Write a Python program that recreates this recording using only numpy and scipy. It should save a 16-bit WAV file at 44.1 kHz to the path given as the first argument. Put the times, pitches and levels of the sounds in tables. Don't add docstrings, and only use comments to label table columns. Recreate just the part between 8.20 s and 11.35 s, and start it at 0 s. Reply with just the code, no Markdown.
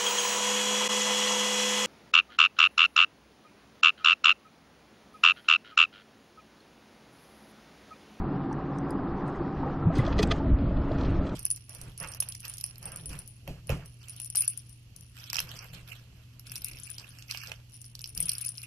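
import sys
import numpy as np
from scipy import signal
from scipy.fft import rfft, irfft, next_fast_len
from scipy.io import wavfile
from scipy.ndimage import uniform_filter1d, map_coordinates

SR = 44100
rng = np.random.default_rng(int(sys.argv[2]) if len(sys.argv) > 2 else 0)


def inscribe(sig):
    pcm = np.round(np.clip(np.atleast_2d(sig).T, -1, 1) * 32767)
    wavfile.write(sys.argv[1], SR, pcm.astype(np.int16))


def volts_from_decibels(level):
    exponent = np.asarray(level, float) / 20
    return 10 ** exponent


N = 138915
SWELL_DB, PATCH_DB = 0.8, 1.5


def unit(x):
    return x / np.sqrt(np.mean(x ** 2) + 1e-20)


def along(points, hz):
    f, value = np.transpose(points)
    return np.interp(np.log(hz + 1), np.log(f + 1), value)


def curve(rows):
    return np.interp(np.arange(N) / SR, *np.transpose(rows))


def wobble(rate_hz):
    return map_coordinates(rng.standard_normal(400), [np.arange(N) * rate_hz / SR])


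def filtered(x, response):
    m = next_fast_len(len(x) + 8192)
    return irfft(rfft(x, m) * response(np.fft.rfftfreq(m, 1 / SR)), m)[:len(x)]


def resonances(table):
    def response(f):
        total = 0
        for k, (hz, width, db) in enumerate(table):
            damping = 1j * f * width
            total = total + (-1) ** k * volts_from_decibels(db) * damping / (hz * hz - f * f + damping)
        return total
    return response


def rush(spectrum, patchy_db):
    z = signal.stft(rng.standard_normal(N), nperseg=512)[2]
    field = uniform_filter1d(rng.standard_normal(z.shape), size=5, axis=0)
    field = uniform_filter1d(field, size=10, axis=1)
    x = signal.istft(z * volts_from_decibels(patchy_db * unit(field)), nperseg=512)[1][:N]
    top_hz = spectrum[-1][0]
    return unit(filtered(x, lambda hz: volts_from_decibels(along(spectrum, hz) - 10 * np.log2(np.maximum(hz / top_hz, 1)))))


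def add(out, start_s, x):
    out[round(start_s * SR):][:len(x)] += x


def ring(hz, t60, attack, rise=0):
    t = np.arange(SR // 5) / SR
    tone = np.sin(2 * np.pi * hz * t * (1 + rise * np.minimum(t / t60, 1)))
    return tone * volts_from_decibels(-60 * t / t60) * (1 - np.exp(-t / attack))


def swell_db(t, rise_t60, fall_t60):
    return -60 * np.where(t < 0, -t / rise_t60, t / fall_t60)


# pitch_hz, rms_db
HUM_LINES = [(139.6, -42.5), (279.7, -40)]
# time_s, gain_db
MOTOR_LOAD = [(0, -1.5), (.35, 1), (.7, 1), (.9, -2), (1.15, -2), (1.5, 0), (2.0, -4.5), (2.2, 3.5),
              (2.5, 1.5), (3.15, 1)]
# pitch_hz, width_hz, level_db
HULL_MODES = [(141.8, 21.8, -0.5), (191, 21.6, 0.5), (261.6, 43.3, -1.5), (341.3, 24.1, 0), (403, 41, -8.5)]
# pitch_hz, width_hz, level_db
HULL_PANELS = [
    [(772.5, 54, -9), (1024, 170, -17), (1270, 150, -18), (1630, 220, -25.5)],
    [(597, 110, -11), (860, 240, -18.5), (1316, 250, -19.5)],
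]


def motor():
    drift, sway_db, brush_share, hull_db = 0.0007, 1, 0.21, -34
    swing_s, swing_lasts_s = 1.85, 0.23
    turn = 2 * np.pi * np.cumsum(1 + drift * wobble(2.2)) / SR
    lines = np.zeros(N)
    for hz, db in HUM_LINES:
        level_db = db + curve(MOTOR_LOAD) + sway_db * wobble(5.1)
        lines += np.sqrt(2) * volts_from_decibels(level_db) * np.sin(hz * turn)
    brush = rng.standard_normal(N) * (1 + brush_share * np.sin(HUM_LINES[0][0] * turn))

    def through_hull(panels):
        return filtered(brush, lambda f: resonances(HULL_MODES + panels)(f) / (1 + (f / 2200) ** 4))

    before, after = [through_hull(panels) for panels in HULL_PANELS]
    swung = np.clip((np.arange(N) / SR - swing_s) / swing_lasts_s + 0.5, 0, 1)
    hull = unit((1 - swung) * before + swung * after)
    return lines + volts_from_decibels(hull_db + SWELL_DB * wobble(4.28)) * hull


# peak_s, rise_t60_s, fall_t60_s, level_db, tilt_db_per_octave
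RATTLE_EVENTS = [(1.754, .003, 0.13, -39, -2.5), (1.77, .03, 0.23, -44, -8),
                 (1.784, 0.047, .04, -41.5, 14.5), (1.802, 0.034, 0.073, -38, -25),
                 (1.851, .006, .04, -39, -14), (1.866, 0.017, 0.021, -34.5, -12),
                 (1.878, .006, 0.028, -44, -5), (1.926, 0.011, .04, -34, -16.5),
                 (1.992, 0.047, 0.06, -27.5, -6), (2.029, 0.011, .03, -22.5, -2.5),
                 (2.116, 0.023, 0.032, -22, -13), (2.387, .004, .03, -45, -22.5),
                 (2.567, .004, .03, -45, -28), (2.717, 0.0071, .03, -44.5, -11), (2.785, .02, .06, -45, -6),
                 (2.809, .004, .03, -39.5, -9), (2.834, .003, .02, -44.5, -5),
                 (2.847, .004, .08, -40.5, -12), (3.07, 0.027, .04, -40.5, -15),
                 (3.093, .009, 0.048, -44, -10)]
# pitch_hz, width_hz, level_db
MOUNT_MODES = [(1211, 90, -5), (1814, 110, -3), (2500, 150, -4), (3321, 200, 0), (4188, 280, -3),
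               (4900, 260, -4),
               (6150, 790, -11), (8600, 1500, -20.5), (11000, 2400, -24), (13240, 1100, -30)]


def mount_rattle():
    contacts_per_s, contact_db = 2500, 4
    out, t = np.zeros(N + SR), np.arange(-SR // 20, SR // 8) / SR
    for peak_s, rise, fall, db, tilt_db in RATTLE_EVENTS:
        hits = rng.random(len(t)) < contacts_per_s / SR
        grit = hits * rng.standard_normal(len(t)) * volts_from_decibels(contact_db * rng.standard_normal(len(t)))
        scrape = 0.5 * rng.standard_normal(len(t))

        def colour(f):
            return resonances(MOUNT_MODES)(f) * volts_from_decibels(tilt_db * np.log2((f + 3300) / 6600))

        burst = filtered((unit(grit) + scrape) * volts_from_decibels(swell_db(t, rise, fall)), colour)
        peak_rms = np.sqrt(uniform_filter1d(burst ** 2, size=200).max())
        add(out, peak_s + t[0], volts_from_decibels(db - 5.5) * burst / peak_rms)
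    return out[:N]


# peak_s, rise_t60_s, fall_t60_s, level_db
KNOCK_EVENTS = [
    (1.993, 0.016, 0.032, -32),
    (2.0293, 0.042, 0.044, -37),
    (2.116, 0.028, 0.015, -27.5),
]
# pitch_hz, level_db
KNOCK_MODES = [
    [(1210, 5), (1970, 4.5), (2422, -12), (2923, -5), (3418, -8), (3919, -17), (4414, -2), (4974, -8),
     (6045, -12)],
    [(1800, -1), (2500, -2), (3365, -5), (3849, -12), (4264, -21), (4996, -9), (5507, -11.5), (6099, -13),
     (6584, -17), (7553, -11), (8344, -15)],
    [(1217, 0), (1820, -7), (2013, -4), (2519, -5.5), (3327, -3), (3521, 0), (4183, -19), (4899, -17.5),
     (5932, -17)],
]
# start_s, peak_db, pitch_hz, t60_s
CLINK_EVENTS = [(1.751, -50, 8500, .03), (1.753, -49, 4950, 0.047), (1.788, -54, 9800, 0.084),
                (1.79, -65, 12000, .08), (1.782, -59, 14430, 0.05), (1.79, -29.5, 2020, 0.045),
                (1.8, -63, 8060, 0.07)]


def mount_knocks():
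    out, t = np.zeros(N + SR), np.arange(-SR // 20, SR // 8) / SR
    for (peak_s, rise, fall, db), modes in zip(KNOCK_EVENTS, KNOCK_MODES):
        tone = sum(volts_from_decibels(level) * np.sin(2 * np.pi * (hz * t + rng.random())) for hz, level in modes)
        add(out, peak_s + t[0], volts_from_decibels(db + swell_db(t, rise, fall)) * tone)
    for start_s, db, hz, t60 in CLINK_EVENTS:
        add(out, start_s, volts_from_decibels(db) * ring(hz, t60, attack=0.00082))
    return out[:N]


# start_s, peak_db, pitch_hz, t60_s
THUD_EVENTS = [(1.655, -15.5, 102, 0.17), (1.668, -11.5, 165.4, 0.16), (1.77, -14, 291, 0.066),
               (1.788, -6.5, 123, 0.065), (1.995, -16, 424, 0.091), (2.035, -14.5, 189, 0.063),
               (2.316, -9, 60.4, 0.11), (2.334, -6, 46, 0.064), (2.1, -14.5, 85, 0.077),
               (2.223, -20.5, 112, 0.024), (2.987, -15.5, 49.3, 0.12), (2.108, -27.5, 434, 0.12)]


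def deck_thuds():
    out = np.zeros(N + SR)
    for start_s, db, hz, t60 in THUD_EVENTS:
        add(out, start_s, -volts_from_decibels(db) * ring(hz, t60, attack=0.34 / hz))
    return out[:N]


# start_s, peak_db, pitch_hz, crack_hz, crack_db, t60_s
TICK_EVENTS = [
    (0.3273, -46, 5930, 8800, -12.5, 0.0076),
    (0.585, -46, 5830, 8700, -9.5, 0.0072),
    (0.705, -50, 4950, 9660, 2, 0.027),
    (1.079, -72, 4555, 9150, 13.5, 0.012),
    (2.072, -60.5, 4080, 7900, 8, 0.019),
]


def reel_ticks():
    rebound_s, rebound_db, crack_width, crack_t60_s = 0.0011, 7.5, 0.12, 0.017
    out, t = np.zeros(N + SR), np.arange(SR // 5) / SR
    for start_s, db, hz, crack_hz, crack_db, t60 in TICK_EVENTS:
        crack_mode = resonances([(crack_hz, crack_width * crack_hz, 0)])
        for late_s, gain_db in [(0, 0), (rebound_s, rebound_db)]:
            crack = filtered(rng.standard_normal(len(t)) * volts_from_decibels(-60 * t / crack_t60_s), crack_mode)
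            ping = ring(hz, t60, attack=0.00024)
            tick = ping + volts_from_decibels(crack_db) * crack / np.abs(crack).max()
            add(out, start_s + late_s, volts_from_decibels(db + gain_db) * tick)
    return out[:N]


def bubbles():
    count, rate_per_s, length = 1300, 400, 1024
    pitch_hz, pitch_spread, life_cycles, size_db = 950, 0.4, 6, 2
    when, size, pitch = rng.random(count), rng.exponential(1, count), rng.standard_normal(count)
    hz = (pitch_hz * np.exp(pitch_spread * np.clip(pitch, -2, 1.5)))[:, None]
    t = np.arange(length) / SR
    age = t * hz / life_cycles
    tone = np.sin(2 * np.pi * hz * t * (1 + 0.066 * age))
    grains = volts_from_decibels(size_db * np.minimum(size, 2))[:, None] * tone * age * np.exp(-3 * age)
    start = (when * count / rate_per_s * SR).astype(int)[:, None] + np.arange(length)
    return unit(np.bincount(start.ravel(), grains.ravel(), N)[:N])


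# time_s, level_db
WASH_FLOW = [(0, -45), (.55, -44), (1.0, -39), (1.42, -42.5), (1.47, -35), (1.55, -42), (1.85, -35),
             (2.13, -41.5), (2.38, -48.5), (2.55, -44), (2.74, -41), (3.15, -51)]
# pitch_hz, level_db_per_hz
WASH_SPECTRUM = [(200, -27.5), (350, -5), (500, 0), (660, -10), (800, -5), (1260, -5.5), (1700, -22),
                 (2400, -34)]
# time_s, level_db
SPRAY_FLOW = [(0, -64.5), (.45, -65.5), (.9, -64.5), (1.45, -62), (1.7, -65.5), (1.77, -52.5), (1.95, -57),
              (2.14, -55.5), (2.2, -60.5), (2.6, -62), (2.8, -55.5), (2.95, -57), (3.15, -61.5)]
# pitch_hz, level_db_per_hz
SPRAY_SPECTRUM = [(900, -27), (1500, 9), (2600, 3.5), (4400, -5.5), (6500, -9.5), (9000, -17.5),
                  (16000, -32.5)]
# start_s, peak_db, pitch_hz, t60_s
PLOP_EVENTS = [(.312, -19.5, 852, 0.038), (1.431, -13.5, 890, 0.024), (1.46, -29, 793, 0.12),
               (1.795, -19.5, 500, 0.045), (1.7, -19.5, 640, .05), (1.876, -12, 623, 0.028),
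               (1.625, -23.5, 1300, 0.039), (1.1, -24, 1140, 0.022), (0.72, -28.5, 790, 0.066),
               (2.037, -16.5, 787, 0.034), (1.2, -21.5, 340, 0.1), (2.2, -23, 850, 0.053),
               (1.99, -14.5, 650, 0.034), (2.116, -20, 660, 0.058), (2.712, -9, 602, 0.021)]


def water():
    bubble_db = -3
    plops = np.zeros(N + SR)
    for start_s, db, hz, t60 in PLOP_EVENTS:
        add(plops, start_s, volts_from_decibels(db) * ring(hz, t60, attack=0.0051, rise=0.062))
    wash_gain = volts_from_decibels(curve(WASH_FLOW) - 3.5 + SWELL_DB * wobble(8.62))
    wash = wash_gain * (rush(WASH_SPECTRUM, PATCH_DB) + volts_from_decibels(bubble_db) * bubbles())
    spray_gain = volts_from_decibels(curve(SPRAY_FLOW) + 4.5 + 0.92 * wobble(25.18))
    return wash + spray_gain * rush(SPRAY_SPECTRUM, PATCH_DB) + plops[:N]


# time_s, level_db
GUSTS = [(0, -32.5), (.13, -49), (.3, -45), (.59, -46), (.91, -40), (1.1, -50), (1.2, -40), (1.6, -40.5),
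         (1.84, -31.5), (2.03, -27.5), (2.18, -33), (2.3, -24.5), (2.41, -29), (2.6, -30), (2.75, -31.5),
         (3.01, -27), (3.05, -37.5), (3.15, -44)]
# pitch_hz, level_db_per_hz
WIND_SPECTRUM = [(8.8, -11.5), (15, 2), (65, 2), (197, -10), (275, -9), (425, -28.5), (700, -22.5),
                 (910, -66.5), (1540, -120)]


def wind():
    lump_db = 1.5
    air = rush(WIND_SPECTRUM, PATCH_DB)
    power = uniform_filter1d(air ** 2, size=2200)
    even = air / (np.abs(power) + 0.05) ** 0.28
    return volts_from_decibels(curve(GUSTS) + 2.5) * unit(volts_from_decibels(lump_db * wobble(16)) * even)


# pitch_hz, level_db_per_hz
EDDY_SPECTRUM = [(120, -47), (200, -18), (374, -12), (727, -9.5), (1580, -15.5), (2420, -38.5),
                 (5200, -62.5)]


def eddies():
    return volts_from_decibels(curve(GUSTS) - 32 + 3 * wobble(20)) * rush(EDDY_SPECTRUM, 2 * PATCH_DB)


# pitch_hz, level_db
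SIDE_SPREAD = [(100, -89), (300, -59), (700, -36), (1500, -22.5), (3000, -21), (6000, -15), (10000, -8.5)]


def scene():
    lean = -0.55
    mid = motor() + mount_rattle() + mount_knocks() + deck_thuds() + reel_ticks() + water() + wind()
    z = signal.stft(mid, nperseg=256)[2]
    random_phase = np.exp(2j * np.pi * rng.random(z.shape))
    apart = signal.istft(z * random_phase, nperseg=256)[1][:N]
    side = lean * mid + np.sqrt(1 - lean ** 2) * apart
    side = filtered(side, lambda hz: volts_from_decibels(along(SIDE_SPREAD, hz))) + eddies()
    return np.array([mid + side, mid - side])


# pitch_hz, level_db re block loudness
MID_FLOOR = [(3000, -80.5), (4500, -64.5), (6000, -57.5), (9000, -64), (14000, -63)]
# pitch_hz, level_db re block loudness
SIDE_FLOOR = [(200, -31.5), (600, -47.5), (1500, -45), (3000, -72.5), (6000, -73), (14000, -69.5)]
FLOOR_GROWTH = [1.2, .6]
FLOOR_SCATTER = [2.5, 3]


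def drop_faint_bands(mid_side):
    lead, size = 968, 2048
    window = signal.windows.kaiser_bessel_derived(size, 4 * np.pi)
    hz, _, z = signal.stft(np.pad(mid_side, ((0, 0), (lead, 0))), SR, window=window, nperseg=size)
    power = np.abs(z) ** 2
    centre = np.minimum(np.arange(1025) // 24 * 24 + 12, 1024)
    mid_power = uniform_filter1d(power[0], size=24, axis=0)[centre]
    side_power = uniform_filter1d(power[1], size=5, axis=0)
    band_db = 10 * np.log10(np.abs([mid_power, side_power]) + 1e-20)
    loud_db = 10 * np.log10(np.sum(power[0], axis=0) + 1e-20)
    scatter = np.repeat(rng.standard_normal((2, 129, z.shape[2])), repeats=8, axis=1)[:, :len(hz)]
    floor = np.array([along(MID_FLOOR, hz), along(SIDE_FLOOR, hz)])[..., None]
    floor = floor + np.c_[FLOOR_GROWTH][..., None] * (loud_db + 35.5) - 36.5
    floor = floor + np.c_[FLOOR_SCATTER][..., None] * scatter
    margin = band_db - floor
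    best_above = np.maximum.accumulate(margin[0, ::-1])[::-1]
    margin[0] = np.maximum(margin[0], best_above - 4)
    gate = 1 / (1 + volts_from_decibels(np.clip(-8 * margin, -80, 80)))
    return signal.istft(z * gate, SR, window=window, nperseg=size)[1][:, lead:lead + N]


def low_pass(x):
    return signal.sosfilt(signal.butter(12, 14250, fs=SR, output="sos"), x)


def record(dry):
    mid_side = np.array([dry[0] + dry[1], dry[0] - dry[1]]) / 2
    mid, side = drop_faint_bands(mid_side)
    fade = np.minimum((N - np.arange(N)) / 128, 1)
    return low_pass(fade * np.array([mid + side, mid - side]))


dry = scene()
out = record(dry)
inscribe(out)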